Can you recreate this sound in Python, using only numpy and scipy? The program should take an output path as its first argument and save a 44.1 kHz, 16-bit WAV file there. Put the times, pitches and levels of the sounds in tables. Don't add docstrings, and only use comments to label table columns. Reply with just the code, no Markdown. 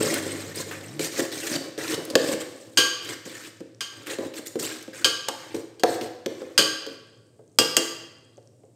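import sys
import numpy as np
from scipy import signal
from scipy.fft import rfft, irfft
from scipy.io import wavfile
from scipy.ndimage import uniform_filter1d

SR = 44100
rng = np.random.default_rng(int(sys.argv[2]) if len(sys.argv) > 2 else 0)


def dump(signal):
    limited = np.clip(np.atleast_2d(signal).T, -1, 1)
    pcm = np.round(limited * 32767).astype(np.int16)
    wavfile.write(sys.argv[1], SR, pcm)


N = 385875

# start in seconds, length in seconds, gritty scrape in dB and
# low rub in dB (both before their trims), swell from start to end in dB, brightness in dB per octave.
PUSHES = [ (0.0, .19, -28.5, -24, -6.5, 1), (.22, 0.3, -40, -36.5, -4, 1.5),
          (0.54, 0.068, -35, -33, 13.5, 2.5), (0.659, 0.37, -47.5, -43.5, -7, 1.5),
          (0.997, 0.076, -30.5, -33, -2, 4), (1.113, .09, -35, -33, 18, 2.5),
          (1.215, 0.036, -40.5, -31.5, -5, 6.5), (1.316, 0.14, -36, -36, -0.5, 3),
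          (1.452, 0.11, -31.5, -32.5, 8, 2), (1.601, 0.089, -56, -40, 0, 4.5),
          (1.778, 0.17, -33, -33, 5.5, 0.6), (1.971, 0.17, -54, -34.5, 3, 0),
          (2.153, 0.18, -38, -31, 16.5, 3.5), (2.396, 0.022, -36.5, -40.5, 1.5, 2),
          (2.46, 0.43, -59.5, -49, -2.5, 6), (3.01, 0.12, -40, -39, 14, 1.5),
          (3.249, 0.24, -44, -47, -3.5, 1.5), (3.916, 0.19, -52, -50.5, -1, -1.5),
          (4.06, 0.076, -36, -39.5, 8.5, 0), (4.198, 0.071, -49, -32.5, 2, 1),
          (4.336, .05, -40, -37, 10.5, 2), (4.454, 0.015, -37.5, -47, 4.5, 7),
          (4.588, 0.068, -32, -32, 0, 4.5), (4.667, 0.15, -40.5, -44.5, -15.5, -0.5),
          (4.927, 0.098, -43, -46.5, 2, 1), (5.37, 0.16, -48.5, -49.5, 0.5, -2),
          (5.541, 0.094, -48, -35, -18.5, 2), (5.87, 0.093, -42.5, -33, 0, 5),
          (6.012, 0.052, -43.5, -35, -0.5, 2), (6.292, 0.38, -56, -47, -7, -1),
          (6.864, 0.088, -56, -44, -5, 1.5)]
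# frequency in Hz, density in dB per Hz.
GRIT_SPECTRUM = [(300, -19), (700, -6), (1100, 0), (1800, 7), (2700, 0), (4000, 0.5), (6000, -2), (8500, 0),
                 (10000, -12.5), (13000, -8), (16000, -18)]
RUB_SPECTRUM = [(41, -58), (70, -23), (83, -21.5), (97, -14), (211, -17), (254, -6), (332, 2.5), (371, -7),
                (439, 1), (475, -8.5), (519, 1.5), (663, -13), (856, -25), (895, -40.5), (1000, -19),
                (1300, -46.5), (2200, -120)]
FRYING_SPECTRUM = [(1000, -11.5), (3000, -11), (6000, -7.5), (8300, 0), (10000, -12.5), (16000, -23.5)]
ROOM_SPECTRUM = [(25, -15), (60, -15), (110, 12), (180, -1), (300, 2), (500, 0.5), (800, -17.5),
                 (1500, -32), (3000, -39), (16000, -43.5)]
CLICK_SPECTRUM = [(100, -18.5), (400, -7.5), (900, -13.5), (1650, 5), (2400, 1), (4000, 2.5), (6000, -2.5),
                  (8500, -2), (10000, -17), (13000, -10), (16000, -24.5)]
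# frequency in Hz, spread in dB.
SCRAPE_PATCHINESS = [(1000, 3.2), (3000, 3.2), (7000, 2.4), (14000, 2.2)]
# mode in Hz, level in dB,
# ring time t60 in seconds before the blow's own factor.
HOLLOW_MODES = [(162, -10.5, 0.36), (280, -22, 0.45), (301.6, -18, 0.085), (333.8, -3.5, 0.32),
                (414, -13.5, 0.078), (445.4, 1.5, 0.21), (516, 6.5, .16), (560, -5.5, 0.042),
                (635, -14.5, .1), (795, -16, .08), (1094, -11.5, .1)]
# time in seconds, firing rate in Hz before its wander, level in dB.
ENGINE_COURSE = [(0, 109.5, -31), (.1, 106, -50), (.25, 99, -41), (.86, 100, -45.5), (.97, 149.5, -39.5),
                 (1.05, 162, -45), (1.2, 149, -67)]
# frequency in Hz, t60 in seconds.
KITCHEN_DECAY = [(100, 0.5), (400, 0.84), (1000, 0.95), (3000, 0.83), (5000, 0.8), (8000, 0.54),
                 (15000, 0.51)]
# start in seconds, level in dB before a trim, centre in Hz.
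HARD_SNAPS = [(.141, -20, 8300), (.559, -32, 7960), (.711, -30, 1460), (1.317, -34.5, 3520),
              (1.943, -25, 4700), (2.051, -32.5, 8700), (2.101, -28, 4536), (3.449, -38.5, 2360),
              (4.069, -33, 1720), (4.47, -30.5, 6920), (4.826, -38, 6010), (6.011, -31.5, 2830)]
# start in seconds, thud in dB, thud centre in Hz,
# contact click in dB before a trim.
DAMPED_KNOCKS = [(0.264, -27.5, 345, -48), (.994, -24.5, 363, -26.5), (1.185, -22.5, 400, -33),
                 (1.539, -34, 470, -29), (1.778, -28, 430, -35), (1.978, -26, 320, -42),
                 (2.154, -10, 463, -10), (2.335, -25, 327, -28), (3.09, -45, 275, -31),
                 (3.257, -37, 318, -54), (3.605, -31.5, 338, -49), (4.186, -24.5, 388, -37.5),
                 (4.556, -23, 383, -40), (4.878, -33, 310, -48), (5.285, -24, 1030, -22.5),
                 (5.546, -29, 311, -36.5), (5.835, -12, 557, -15), (6.012, -26, 400, -37),
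                 (6.261, -22, 390, -26.5), (6.418, -30.5, 450, -47), (6.865, -29.5, 405, -36.5),
                 (7.392, -46.5, 516, -72), (8.378, -43.5, 516, -60), (8.635, -49.5, 510, -68)]
# start in seconds, ring level in dB, ring time t60 in seconds before each mode's
# factor, place from 0 (near rim) to 1 (far rim), contact click in dB re the ring, thud in dB.
RIM_BLOWS = [(2.773, -11.5, 0.26, 0.1, -3.5, -22), (3.807, -27, 0.19, 0.06, 0, -46),
             (5.045, -12, 0.15, 0.12, -0.5, -23.5), (5.285, -27.5, 0.05, 0.19, -19, -37),
             (5.796, -40, 0.075, 0.71, -4.5, -44), (6.578, -10.5, 0.21, 0, 2, -18.5),
             (7.587, -12, 0.13, 1, 6.5, -18), (7.767, -10.5, 0.067, 0.96, 2, -23)]
# mode in Hz, dB struck at the near rim, dB struck at the far rim, factor on the ring time.
WALL_MODES = [(1138, -8.5, -15.5, 1.8), (1170, -13.5, -5.5, 2.3), (1386, -9, -16, 1.1), (1510, -9, -26, .8),
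              (1602, 0, -5.5, 1.5), (1850, -33, -9.5, 1), (2000, -25, -14.5, 1), (2420, -3.5, -26.5, 0.83),
              (2490, -12.5, -28, 1.6), (2545, -11, -17.5, 1.6), (2805, -25.5, -2.5, 3.5),
              (2980, 3, -5.5, 1.1), (3140, 1.5, -2.5, 1), (3113, -5, -17, 2.4), (3250, -5.5, -1.5, 1.7),
              (4000, -15.5, -6.5, 1), (4400, -16.5, -19, 1), (4570, -10.5, -15.5, 2.2),
              (4640, -8.5, -9, 0.6), (4590, -4.5, -17.5, 0.62), (4640, -14.5, -2.5, .8),
              (4883, -16.5, 8, .8), (5594, -24, -7.5, 1), (5650, -27, -11, 1), (6330, 0.5, -13.5, 0.92),
              (6570, -2.5, -12, 1.9), (6970, -21, 0, .8), (7800, -21, -1.5, 0.56), (8020, -12.5, -3, 0.46),
              (9350, -15, -7, 0.63)]
# frequency in Hz, dB per Hz struck at the near rim, at the far rim.
WALL_SHIMMER = [(400, -12, -19.5), (915, -11.5, -4), (1140, -6.5, -5.5), (1600, -6.5, -7), (2290, -8, -5.5),
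                (3200, 4, 1), (3680, -4.5, -10), (4870, 6, 5.5), (5370, -6, 0), (6850, -7.5, -2),
                (8770, -5.5, -2), (9800, -18, -18.5), (12500, -15, -10.5), (15920, -27.5, -22.5)]
# frequency in Hz, left minus right in dB.
LEFT_LEAN = [(500, 0), (800, 0), (1170, .5), (1600, 1.8), (2740, 0), (15000, 0)]

TIME = np.arange(N) / SR
RING = TIME[:SR * 7 // 10]
LOW_CUT_HZ, BAND_EDGE_HZ = 86, 15750
GRIP_S, LET_GO_S = 0.009, 0.013
SETTLE_DB, SETTLE_S = -18, 0.073
SNAP_CYCLES = 230
KNOCK_LASTING = .84
RIM_THUD_HZ, RIM_THUD_LAG_S, RIM_THUD_LASTING = 400, .012, 1.45
ROCK_HZ, ROCK_DB, ROCK_LAG_S = 159, -13.5, 0.0083


def gain_of(db):
    return 10 ** (np.asarray(db) / 20)


def evened(x):
    return x / np.sqrt(np.mean(x ** 2) + 1e-20)


def peaked(x, size=180):
    return x / np.sqrt(uniform_filter1d(x ** 2, size).max() + 1e-20)


def read(points, hz):
    f, value = np.transpose(points)
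    return np.interp(np.log(hz + 1), np.log(f + 1), value)


def add(mix, s, sound):
    part = mix[max(round(s * SR), 0):][:len(sound)]
    part += sound[:len(part)]


def dying(t60):
    return np.exp(-np.log(1000) * RING / np.maximum(t60, 1e-3))


def coloured(x, points, size=4096):
    log_gain = np.log(gain_of(read(points, abs(np.fft.fftfreq(size, 1 / SR)))))
    taps = np.fft.ifft(np.exp(np.conj(signal.hilbert(log_gain)))).real[:size // 2]
    return signal.oaconvolve(x, taps)[:len(x)]


def wandering(size):
    return evened(uniform_filter1d(rng.standard_normal(N), size=size))


def patches(shape, bands, frames):
    over_pitch = uniform_filter1d(rng.standard_normal(shape), size=bands, axis=0)
    return evened(uniform_filter1d(over_pitch, size=frames, axis=1))


def crackle(per_s, spread_db):
    size = gain_of(spread_db * np.minimum(rng.exponential(1, N), 4))
    return size * rng.choice([-1, 1], N) * (rng.random(N) < per_s / SR)


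def burst(t60, points):
    return peaked(coloured(rng.standard_normal(len(RING)) * dying(t60), points))


def pressure(length, swell_db):
    t = TIME[:SR]
    held = gain_of(swell_db * (np.minimum(t / length, 1) - .5))
    after = np.maximum(t - length, 0)
    release = np.maximum(np.exp(-after / LET_GO_S), gain_of(SETTLE_DB) * np.exp(-after / SETTLE_S))
    return np.minimum(t / GRIP_S, 1) * held * release


def stirring(jerky_db=1.5, jerk_s=.014):
    grit, low, tilt = np.zeros((3, N))
    for s, length, grit_db, rub_db, swell_db, brightness in PUSHES:
        push = pressure(length, swell_db)
        add(grit, s, gain_of(grit_db) * push)
        add(low, s, gain_of(rub_db) * push)
        add(tilt, s, brightness * gain_of(grit_db) * push)
    jerks = wandering(round(jerk_s * SR))
    return grit * gain_of(jerky_db * jerks), low, tilt / (grit + 1e-9)


def scrape(brightness, level_db=-1, slips_per_s=9000, spread_db=4.0,
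           rasps_per_s=45, rasp_spread_db=5.0, rasp_db=-2, cycles=14):
    rasps = np.zeros(N)
    t = TIME[:1500]
    for hz in np.geomspace(900, 9000, num=28):
        age = t * hz / cycles
        bend = 1 + rng.uniform(-1.2, 1) * t
        grain = age * np.exp(-2 * age) * np.sin(2 * np.pi * hz * t * bend)
        catches = crackle(rasps_per_s * np.sqrt(hz / 2000), rasp_spread_db)
        rasps += signal.oaconvolve(catches, grain * hz ** (3 / 4))[:N]
    slips = evened(coloured(crackle(slips_per_s, spread_db), GRIT_SPECTRUM))
    slips = slips + gain_of(rasp_db) * evened(coloured(rasps, GRIT_SPECTRUM))
    hz, t, z = signal.stft(slips, SR, nperseg=256)
    patchy_db = read(SCRAPE_PATCHINESS, hz)[:, None] * patches(z.shape, bands=8, frames=6)
    octaves = np.log2(np.clip(hz, 1000, 8000) / 4000)[:, None]
    tilt_db = octaves * np.interp(t, TIME, brightness)
    slips = signal.istft(z * gain_of(tilt_db + patchy_db), SR, nperseg=256)[1][:N]
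    return evened(slips) * gain_of(level_db)


def rub(level_db=-2, judders_per_s=500, spread_db=3, hollow_share=0.41, lumpy_db=3):
    judder = crackle(judders_per_s, spread_db)
    hollow = sum(gain_of(db) * dying(t60) * np.cos(2 * np.pi * hz * RING) for hz, db, t60 in HOLLOW_MODES)
    ringing = evened(signal.oaconvolve(judder, hollow)[:N])
    dragged = evened(coloured(judder, RUB_SPECTRUM)) + hollow_share * ringing
    z = signal.stft(dragged, SR, nperseg=1024)[2]
    lumps = patches(z.shape, bands=3, frames=4)
    lumpy = signal.istft(z * gain_of(lumpy_db * lumps), SR, nperseg=1024)[1][:N]
    return evened(lumpy) * gain_of(level_db)


def frying(pops_db=-66, fizz_db=-64, pops_per_s=4, spread_db=5, cycles=6):
    pops = np.zeros(N)
    t = TIME[:400]
    for hz in np.geomspace(4000, 14000, num=12):
        pop = np.sin(2 * np.pi * hz * t) * np.exp(-2 * hz * t / cycles)
        pops += signal.oaconvolve(crackle(pops_per_s, spread_db), pop)[:N]
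    fizz = rng.standard_normal(N)
    return coloured(gain_of(pops_db) * evened(pops) + gain_of(fizz_db) * fizz, FRYING_SPECTRUM)


def engine(one_and_half_db=-7, double_db=-8):
    s, hz, db = np.transpose(ENGINE_COURSE)
    rate = np.interp(TIME, s, hz) * (1 + 0.013 * wandering(1500))
    phase = 2 * np.pi * np.cumsum(rate) / SR
    orders = np.sin(phase)
    orders += gain_of(one_and_half_db) * np.sin(1.5 * phase)
    orders += gain_of(double_db) * np.sin(2 * phase)
    return orders * gain_of(np.interp(TIME, s, db, right=-120))


def background(air_db=-58, hum_hz=113, hum_db=-63):
    hum = evened(np.sin(2 * np.pi * np.cumsum(hum_hz * (1 + 0.0092 * wandering(6000))) / SR))
    air = evened(coloured(rng.standard_normal(N), ROOM_SPECTRUM))
    return gain_of(air_db) * air + gain_of(hum_db) * hum


def kitchen(x, wet_db=-8, build_s=0.013):
    hz, t, z = signal.stft(rng.standard_normal(SR), SR, nperseg=256)
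    decay_db = -60 * t / read(KITCHEN_DECAY, hz)[:, None]
    tail = signal.istft(z * gain_of(decay_db), SR, nperseg=256)[1][:SR]
    tail = tail * (1 - np.exp(-(TIME[:SR] / build_s) ** 2))
    return x + gain_of(wet_db) * signal.fftconvolve(x, tail / np.linalg.norm(tail))[:N]


def snap(hz):
    return burst(SNAP_CYCLES / hz, [(hz / 8, -26), (hz / 2, -7), (hz, 0), (hz * 2, -7), (hz * 4, -22)])


def snaps(level_db=-2, small_db=-2, low_hz=2200, high_hz=8000):
    out = np.zeros(N)
    for s, db, hz in HARD_SNAPS:
        add(out, s, gain_of(db + level_db) * snap(hz))
    for s, length, grit_db, *_ in PUSHES:
        when, pitch = rng.random(2)
        small = snap(low_hz * (high_hz / low_hz) ** pitch)
        add(out, s + when * length, gain_of(grit_db + small_db) * small)
    return out


def thud(centre_hz, lasting, focus_db=6, push_db=-1, push_t60=0.081, detune=.025, uneven_db=2):
    hz, mode_db, t60 = np.transpose(HOLLOW_MODES)[:, :, None]
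    shift, spot = rng.standard_normal((2, *hz.shape))
    weight = gain_of(mode_db + uneven_db * spot - focus_db * np.log2(hz / centre_hz) ** 2)
    turns = hz * (1 + detune * shift) * RING + 0.29 * rng.random(hz.shape)
    modes = (weight * dying(t60 * lasting) * np.sin(2 * np.pi * turns)).sum(0)
    push = burst(push_t60 * lasting, [(50, -45), (centre_hz * 0.39, -19), (centre_hz * 0.72, 0),
                                      (centre_hz * 1.15, 0), (centre_hz * 1.96, -17), (4000, -50)])
    soft_start = 1 - np.exp(-RING * centre_hz * 2)
    return peaked(soft_start * (peaked(modes) + gain_of(push_db) * push))


def knocks(click_t60=0.024, click_db=.5):
    out = np.zeros(N)
    for s, thud_db, centre_hz, contact_db in DAMPED_KNOCKS:
        add(out, s, gain_of(thud_db) * thud(centre_hz, KNOCK_LASTING))
        add(out, s, gain_of(contact_db + click_db) * burst(click_t60, CLICK_SPECTRUM))
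    return out


def clangs(light_touch=0.17, shimmer_db=1, uneven_db=1, click_t60=0.011, chatter=0.0097, rise_s=0.0003):
    out = np.zeros(N)
    hz, near_db, far_db, lasting = np.transpose(WALL_MODES)[:, :, None]
    hardest_db = max(row[1] for row in RIM_BLOWS)
    for s, db, t60, place, click_db, _ in RIM_BLOWS:
        far = np.clip(place, 0, 1)
        colour = [(f, at_near + far * (at_far - at_near)) for f, at_near, at_far in WALL_SHIMMER]
        thin_db = light_touch * (db - hardest_db) * np.maximum(np.log2(hz.mean() / hz), 0)
        place_db = near_db + far * (far_db - near_db)
        weight = gain_of(place_db + thin_db + uneven_db * rng.standard_normal(hz.shape))
        touches = np.cumsum(rng.standard_normal((len(hz), len(RING))), axis=1)
        jolts = chatter * np.sqrt(hz / hz.mean()) * touches
        turns = hz * RING + rng.random(hz.shape) + jolts
        modes = (weight * dying(t60 * lasting) * np.sin(2 * np.pi * turns)).sum(0)
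        ring = peaked(peaked(modes) + gain_of(shimmer_db) * burst(t60, colour))
        click = gain_of(click_db) * burst(click_t60, colour)
        add(out, s, gain_of(db) * (ring + click) * (1 - np.exp(-RING / rise_s)))
    return out


def rim_thuds(rattle_db=-4, rattle_t60=0.01):
    out = np.zeros(N)
    for s, _, _, place, _, thud_db in RIM_BLOWS:
        far = np.clip(place, 0, 1)
        rattle = gain_of(rattle_db) * burst(rattle_t60, CLICK_SPECTRUM)
        body = thud(RIM_THUD_HZ, RIM_THUD_LASTING) + rattle
        add(out, s + RIM_THUD_LAG_S * (1 - far), gain_of(thud_db) * body)
        rock = thud(ROCK_HZ, RIM_THUD_LASTING)
        add(out, s + ROCK_LAG_S, far * gain_of(thud_db + ROCK_DB) * rock)
    return out


def scene():
    grit, low, brightness = stirring()
    pot = grit * scrape(brightness) + low * rub() + frying()
    pot += snaps() + knocks() + clangs() + rim_thuds()
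    sound = kitchen(pot) + engine() + background()
    lean_db = read(LEFT_LEAN, np.fft.rfftfreq(N, 1 / SR)) / 2
    return irfft(rfft(sound) * gain_of([lean_db, -lean_db]), N)


def record(dry):
    thin = signal.sosfilt(signal.butter(2, LOW_CUT_HZ, "high", fs=SR, output="sos"), dry)
    held = thin / (1 + thin ** 8) ** (1 / 8)
    band = signal.firwin(255, BAND_EDGE_HZ, window=("kaiser", 8), fs=SR)
    return signal.oaconvolve(held, band[None], "same")


dry = scene()
out = record(dry)
dump(out)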